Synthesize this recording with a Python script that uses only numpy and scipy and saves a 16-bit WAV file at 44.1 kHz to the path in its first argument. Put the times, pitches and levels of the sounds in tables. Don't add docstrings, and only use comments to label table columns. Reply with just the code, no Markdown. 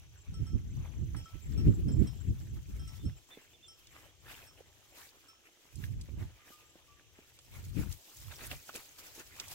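import sys
import numpy as np
from scipy import signal
from scipy.fft import rfft, irfft, next_fast_len
from scipy.io import wavfile
from scipy.ndimage import uniform_filter1d, map_coordinates

SR = 44100
rng = np.random.default_rng(int(sys.argv[2]) if len(sys.argv) > 2 else 0)


def master_out(mix):
    frames = np.transpose(np.atleast_2d(mix))
    ceiling = np.clip(frames, -1, 1)
    pcm = np.round(ceiling * 32767).astype(np.int16)
    wavfile.write(sys.argv[1], SR, pcm)


def gain_from_decibels(decibels):
    exponent = np.asarray(decibels, float) / 20
    return 10 ** exponent


N = 420713


def unit(x):
    return x / np.sqrt(np.mean(x ** 2) + 1e-20)


def along(points, hz):
    f, v = np.transpose(points)
    return np.interp(np.log(hz + 1), np.log(f + 1), v)


def curves(rows):
    s, *columns = np.transpose(rows)
    return [np.interp(np.arange(N) / SR, s, column) for column in columns]


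def wobble(rate):
    knots = rng.standard_normal(int(N * rate / SR) + 4)
    return map_coordinates(knots, [np.arange(N) * rate / SR])


def bumps(times, half_s):
    return np.exp(-((np.arange(N) / SR - np.c_[times]) / half_s) ** 2)


def coloured(x, spectrum):
    m = next_fast_len(N + 8192)
    gain = gain_from_decibels(along(spectrum, np.fft.rfftfreq(m, 1 / SR)))
    return unit(irfft(rfft(x, m) * gain, m)[..., :N])


# (frequency [Hz], likeness [0 to 1])
LIKENESS = [(100, 0), (350, .8), (1400, .65), (3200, 0)]


def hush(spectrum):
    m = next_fast_len(N)
    likeness = np.clip(along(LIKENESS, np.fft.rfftfreq(m, 1 / SR)), 0, 1)
    turn = np.arccos(likeness) / 2
    noise = rfft(rng.standard_normal((2, m)))
    mid, side = irfft(noise * [np.cos(turn), np.sin(turn)], m)[:, :N]
    return coloured(np.array([mid + side, mid - side]), spectrum)


def add(out, s, sound, lag=0, pan_db=0):
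    i = round(s * SR)
    for port, start, db in zip(out, (i + lag, i), (pan_db / 2, -pan_db / 2)):
        port[start:start + len(sound)] += gain_from_decibels(db) * sound[:N - start]


def note(length, start_hz, end_hz):
    u = np.arange(round(length * SR)) / (length * SR)
    slide = 1 - 0.148 * np.exp(-u / 0.0514)
    hz = start_hz * slide + (end_hz - start_hz) * u ** 4
    loudness = np.sqrt(np.sin(np.pi * u)) * (1 - u ** 2)
    return loudness * np.sin(2 * np.pi * np.cumsum(hz) / SR)


def grains(top_hz, cycles, spread_db, count):
    when, pitch, size, where = rng.random((count, 4)).T
    hz, k = top_hz * (pitch[:, None] + .05), np.arange(96)
    fade = np.exp(-k * hz / (SR * cycles))
    ring = np.sin(2 * np.pi * hz * k / SR) * fade * np.sqrt(hz)
    ring *= gain_from_decibels(-spread_db * np.log(size + 0.0064))[:, None]
    start = (when * N).astype(int)[:, None] + k
    lag = (where * 20).astype(int)[:, None]
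    ports = [(start + lag, 2 - where), (start + 10, 1 + where)]
    return np.array([np.bincount(i.ravel(), (ring * gain[:, None]).ravel(), N)[:N] for i, gain in ports])


def patchy(x, depth_db):
    z = signal.stft(x, nperseg=512)[2]
    field = rng.standard_normal(z.shape[1:])
    field = uniform_filter1d(uniform_filter1d(field, size=7, axis=0), size=6, axis=1)
    return unit(signal.istft(z * gain_from_decibels(depth_db * unit(field)), nperseg=512)[1][:, :N])


# (frequency [Hz], relative level [dB])
SOIL_COLOUR = [(150, -8), (300, -2.5), (1000, -7), (2500, -4.5), (5000, -18.5)]
# (frequency [Hz], relative level [dB])
STALK_COLOUR = [(1500, -11), (3500, -3), (7500, -1.5), (9500, -7.5), (12500, -3.5)]
# (time [s], soil level [dB], stalk level [dB])
SHUFFLE = [(0, -69.5, -73.5), (2, -65.5, -65.5), (3.5, -71.5, -71.5), (5.6, -70, -71), (7.1, -67.5, -72.5),
           (7.8, -72, -58.5), (9.54, -60, -55.5)]
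# (time of peak [s], soil level [dB], stalk level [dB])
TRACK_STEPS = [(.83, -56, -83), (1.162, -61.5, -81), (1.6, -60.5, -71.5), (2.03, -57, -64),
               (2.885, -62.5, -61.5), (3.312, -61.5, -86), (3.956, -58.5, -65), (4.32, -48, -52.5),
               (4.58, -60, -101), (4.975, -54.5, -53), (5.82, -60.5, -56.5), (6.225, -58, -69),
               (6.52, -60.5, -57), (7.55, -55, -57), (7.78, -52.5, -54)]
# (time of peak [s], soil level [dB], stalk level [dB])
WEED_BRUSHES = [(8.171, -74, -50), (8.222, -61, -54.5), (8.32, -50.5, -54), (8.41, -46, -87),
                (8.435, -50, -47), (8.515, -46.5, -47), (8.69, -54, -53.5), (8.755, -44, -42.5),
                (8.855, -89.5, -57), (8.99, -53, -48), (9.072, -59.5, -56), (9.155, -61.5, -48.5),
                (9.2, -49.5, -53.5), (9.405, -50.5, -46.5), (9.44, -50, -53.5), (9.518, -52.5, -45.5)]


def walk():
    step_s, brush_s = 0.21, 0.065
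    rise_share = 0.42
    power = gain_from_decibels(curves(SHUFFLE)) ** 2
    t = np.arange(-SR // 2, SR // 2) / SR
    for rows, fall_s in ((TRACK_STEPS, step_s), (WEED_BRUSHES, brush_s)):
        shape = gain_from_decibels(-20 * np.maximum(t, -t / rise_share) / fall_s) ** 2
        peaks = np.zeros((2, N))
        for s, *db in rows:
            peaks[:, round(s * SR)] = gain_from_decibels(db) ** 2
        power += np.abs(signal.fftconvolve(peaks, shape[None], "same", axes=1))
    soil_gain, stalk_gain = np.sqrt(power) * gain_from_decibels(1.4 * wobble(14))
    soil = .75 * coloured(grains(4500, 3, 3, count=6000), SOIL_COLOUR) + hush(SOIL_COLOUR)
    stalks = .6 * coloured(grains(15500, 4, 3, count=9000), STALK_COLOUR) + hush(STALK_COLOUR)
    crunch = soil_gain * gain_from_decibels(2.5 * wobble(30)) * patchy(soil, depth_db=3.0)
    rustle = stalk_gain * gain_from_decibels(2.2 * wobble(40)) * patchy(stalks, depth_db=1.5)
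    return crunch + rustle


# (time [s], level [dB], pitch [Hz])
BREAKS = [(1.1465, -39.5, 1210), (3.8694, -48, 4430), (5.7547, -45.5, 6950), (5.838, -37.5, 2260),
          (6.011, -41.5, 5700), (7.3884, -48, 4850), (7.924, -40, 5550), (8.39, -43, 1520),
          (8.466, -35, 14000), (8.514, -34.5, 2320), (8.6922, -36.5, 1160), (8.759, -33.5, 7450),
          (9.398, -29.5, 4580), (9.4804, -38.5, 7300)]
# (time [s], level [dB])
HEELS = [(3.372, -43.5), (4.605, -44), (6.086, -43), (6.502, -45.5), (6.755, -47.5), (7.186, -41)]


def snaps():
    out, t = np.zeros((2, N)), np.arange(2048) / SR
    burst = (1 - np.exp(-t / 0.00078)) * gain_from_decibels(-60 * t / 0.032)
    heels = [(s, db, 330) for s, db in HEELS]
    for s, db, hz in BREAKS + heels:
        band = signal.butter(2, [0.63 * hz, min(1.52 * hz, SR / 3)], "band", fs=SR)
        splinters = rng.standard_normal((3, len(t))) ** 3
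        shared, own = splinters[0], splinters[1:]
        left, right = unit(signal.lfilter(*band, shared + 0.44 * own))
        add(out[:1], s, gain_from_decibels(db - 3) * burst * left)
        add(out[1:], s, gain_from_decibels(db) * burst * right)
    return out


# (frequency [Hz], relative level [dB], time to fall by 60 dB [s])
BELL_TONES = [(1319, -5, .4), (3192, -5, .5), (5362, 0, .35), (5648, -7, .25), (8003, -6, .1),
              (8326, -5, .13), (9744, -10, .08)]
# (time [s], level [dB], hardness [dB per octave])
BELL_BLOWS = [(0.3406, -56.5, -1), (0.4667, -58.5, -1), (1.1655, -54.5, 4), (1.2575, -63, -8.5),
              (1.5764, -53.5, 0), (1.883, -59, 1), (2.0703, -60, 6.5), (2.7947, -57.5, 0.5),
              (2.875, -55, 2), (3.052, -61.5, 2), (3.6814, -57.5, 2.5), (4.4673, -61, 3), (5.2835, -59, 0)]
# (time [s], level [dB], pitch [Hz])
LARGE_BELLS = [(6.39, -65.5, 1206), (6.518, -60, 1217), (6.879, -62.5, 1160)]


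def bells():
    out, t = np.zeros((2, N)), np.arange(SR // 4) / SR
    rise = 1 - np.exp(-t / 0.00043)
    for s, db, hard_db in BELL_BLOWS:
        for hz, level_db, t60 in BELL_TONES:
            tilt_db = hard_db * np.log2(hz / 4000)
            start_db = db + level_db + tilt_db + rng.normal(0, 2)
            ring = gain_from_decibels(start_db - 60 * t / t60) * np.sin(2 * np.pi * hz * t)
            add(out, s, rise * ring, lag=rng.integers(10), pan_db=-5 * (hz > 7000))
    for s, db, hz in LARGE_BELLS:
        add(out, s, rise * gain_from_decibels(db - 60 * t / 0.53) * np.sin(2 * np.pi * hz * t))
    return out * gain_from_decibels(2.2 * wobble(40))


# (time [s], level [dB], lean to the left port [dB])
GUSTS = [(0, -54, 7), (.26, -63, -1), (.285, -41.5, 1.5), (1.15, -39.5, -6), (1.3, -55.5, -5),
         (1.58, -31.5, 6), (2, -29, -7.5), (2.1, -39, 2), (3.1, -40.5, -3.5), (3.25, -74.5, 4),
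         (4.3, -62.5, 8), (5.7, -82.5, -4), (5.78, -37.5, -4.5), (6.24, -39.5, -4.5), (6.4, -72, 2),
         (7.4, -69, 6.5), (7.7, -36.5, -0.5), (7.93, -43, 9), (8.05, -97, 18), (8.2, -54.5, -3),
         (8.56, -46.5, -4.5), (8.65, -76, 5), (9.54, -61.5, -1.5)]
# (frequency [Hz], relative level [dB])
BUFFET_COLOUR = [(20, -40.5), (45, -3.5), (95, -2.5), (150, -10), (300, -51.5), (900, -120)]
# (frequency [Hz], relative level [dB])
FLUTTER_COLOUR = [(80, -17.5), (170, 2), (320, -3.5), (500, -21.5), (2500, -100)]
# (time [s], change at left [dB], change at right [dB])
BIG_EDDIES = [(0.422, 9, 10.5), (0.552, 9, 14), (1.022, 5, 9), (1.348, 6, 21), (1.685, 11.5, 15),
              (2.015, -7, 10), (2.305, 11.5, 11.5), (3.062, 11, 10.5), (6.228, 1, 4.5), (7.796, 11.5, 11.5)]
# (left times [s]), (right times [s])
PORT_LULLS = ([1.27, 1.4, 5.79, 6.12, 8.42], [.918, 1.307, 2.12, 2.23, 2.639, 2.918, 2.993, 6.061, 7.742,
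              7.89, 8.36])


def wind():
    eddy_s, lull_s, lull_db = 0.031, 0.035, -18.5
    strength_db, lean_db = curves(GUSTS)
    s, *over_db = np.transpose(BIG_EDDIES)
    port_db = strength_db + np.outer([.5, -.5], lean_db)
    port_db += over_db @ bumps(s, eddy_s)
    port_db += lull_db * np.array([bumps(times, lull_s).sum(axis=0) for times in PORT_LULLS])
    port_db += 2.5 * np.array([wobble(14), wobble(14)])
    buffet = gain_from_decibels(port_db) * coloured(rng.standard_normal((2, N)), BUFFET_COLOUR)
    flicker_db = 3 * np.array([wobble(30), wobble(30)])
    flutter_db = 1.518 * port_db + 5.0 + flicker_db
    return buffet + gain_from_decibels(flutter_db) * coloured(rng.standard_normal((2, N)), FLUTTER_COLOUR)


# (time [s], length [s], end pitch [Hz], level [dB])
BIRD_NOTES = [(2.986, 0.074, 3400, -62), (3.305, 0.066, 3150, -52.5), (3.53, 0.046, 2720, -59.5),
              (3.625, 0.058, 3100, -54)]


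def bird():
    out = np.zeros((2, N))
    for s, length, end_hz, db in BIRD_NOTES:
        add(out, s, gain_from_decibels(db) * note(length, 3570, end_hz), pan_db=-5)
    return out


# (time [s], chirper level [dB], triller level [dB])
CRICKET_LEVELS = [(0, -64, -67.5), (.9, -66.5, -59.5), (2, -52, -73), (2.6, -67, -64), (5.7, -68.5, -116),
                  (9.54, -76, -81)]


def crickets():
    chirps, trill = np.zeros((2, 2, N))
    for s in np.arange(.171, N / SR, .2494):
        for k in range(4):
            stroke = gain_from_decibels(rng.normal(-k, 4.5)) * note(0.031, 7380, 7000)
            add(chirps, s + .036 * k, stroke, lag=2, pan_db=4.5)
    for s in np.arange(0, N / SR, 1 / 32.7):
        hz = 5960 if s < .36 else 6160
        add(trill, s, gain_from_decibels(rng.normal(0, 2)) * note(.017, hz, hz), lag=2, pan_db=6)
    chirper_db, triller_db = curves(CRICKET_LEVELS)
    return gain_from_decibels(chirper_db) * chirps + gain_from_decibels(triller_db) * trill


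def twitter():
    level_db, pitch_hz = -67, 3300
    out = np.zeros((2, N))
    for when, start, end in rng.random((40, 3)):
        sweep = note(.022, pitch_hz * (.8 + .3 * start), pitch_hz * (.5 + .6 * end))
        add(out, 2 + when * 2.3, gain_from_decibels(level_db) * sweep, pan_db=-5)
    return out


# (frequency [Hz], relative level [dB])
FIELD_COLOUR = [(25, -21.5), (42, -17), (215, -11), (311, 4.5), (1520, -17.5), (3110, 2), (4500, -8.5),
                (6210, -0.5), (9450, -16.5), (15500, -25)]


def fields():
    return gain_from_decibels(-69.0) * hush(FIELD_COLOUR)


def scene():
    left, right = walk() + snaps() + fields()
    ground = np.array([left, np.roll(right, 5)])
    return wind() + ground + bells() + bird() + crickets() + twitter()


def low_pass(x):
    return signal.sosfilt(signal.butter(12, 16560, fs=SR, output="sos"), x)


def record(dry):
    m = next_fast_len(N)
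    kept = np.fft.rfftfreq(m, 1 / SR) < 15840
    mix = irfft(rfft(dry, m) * kept, m)[:, :N]
    return low_pass(mix)


dry = scene()
out = record(dry)
master_out(out)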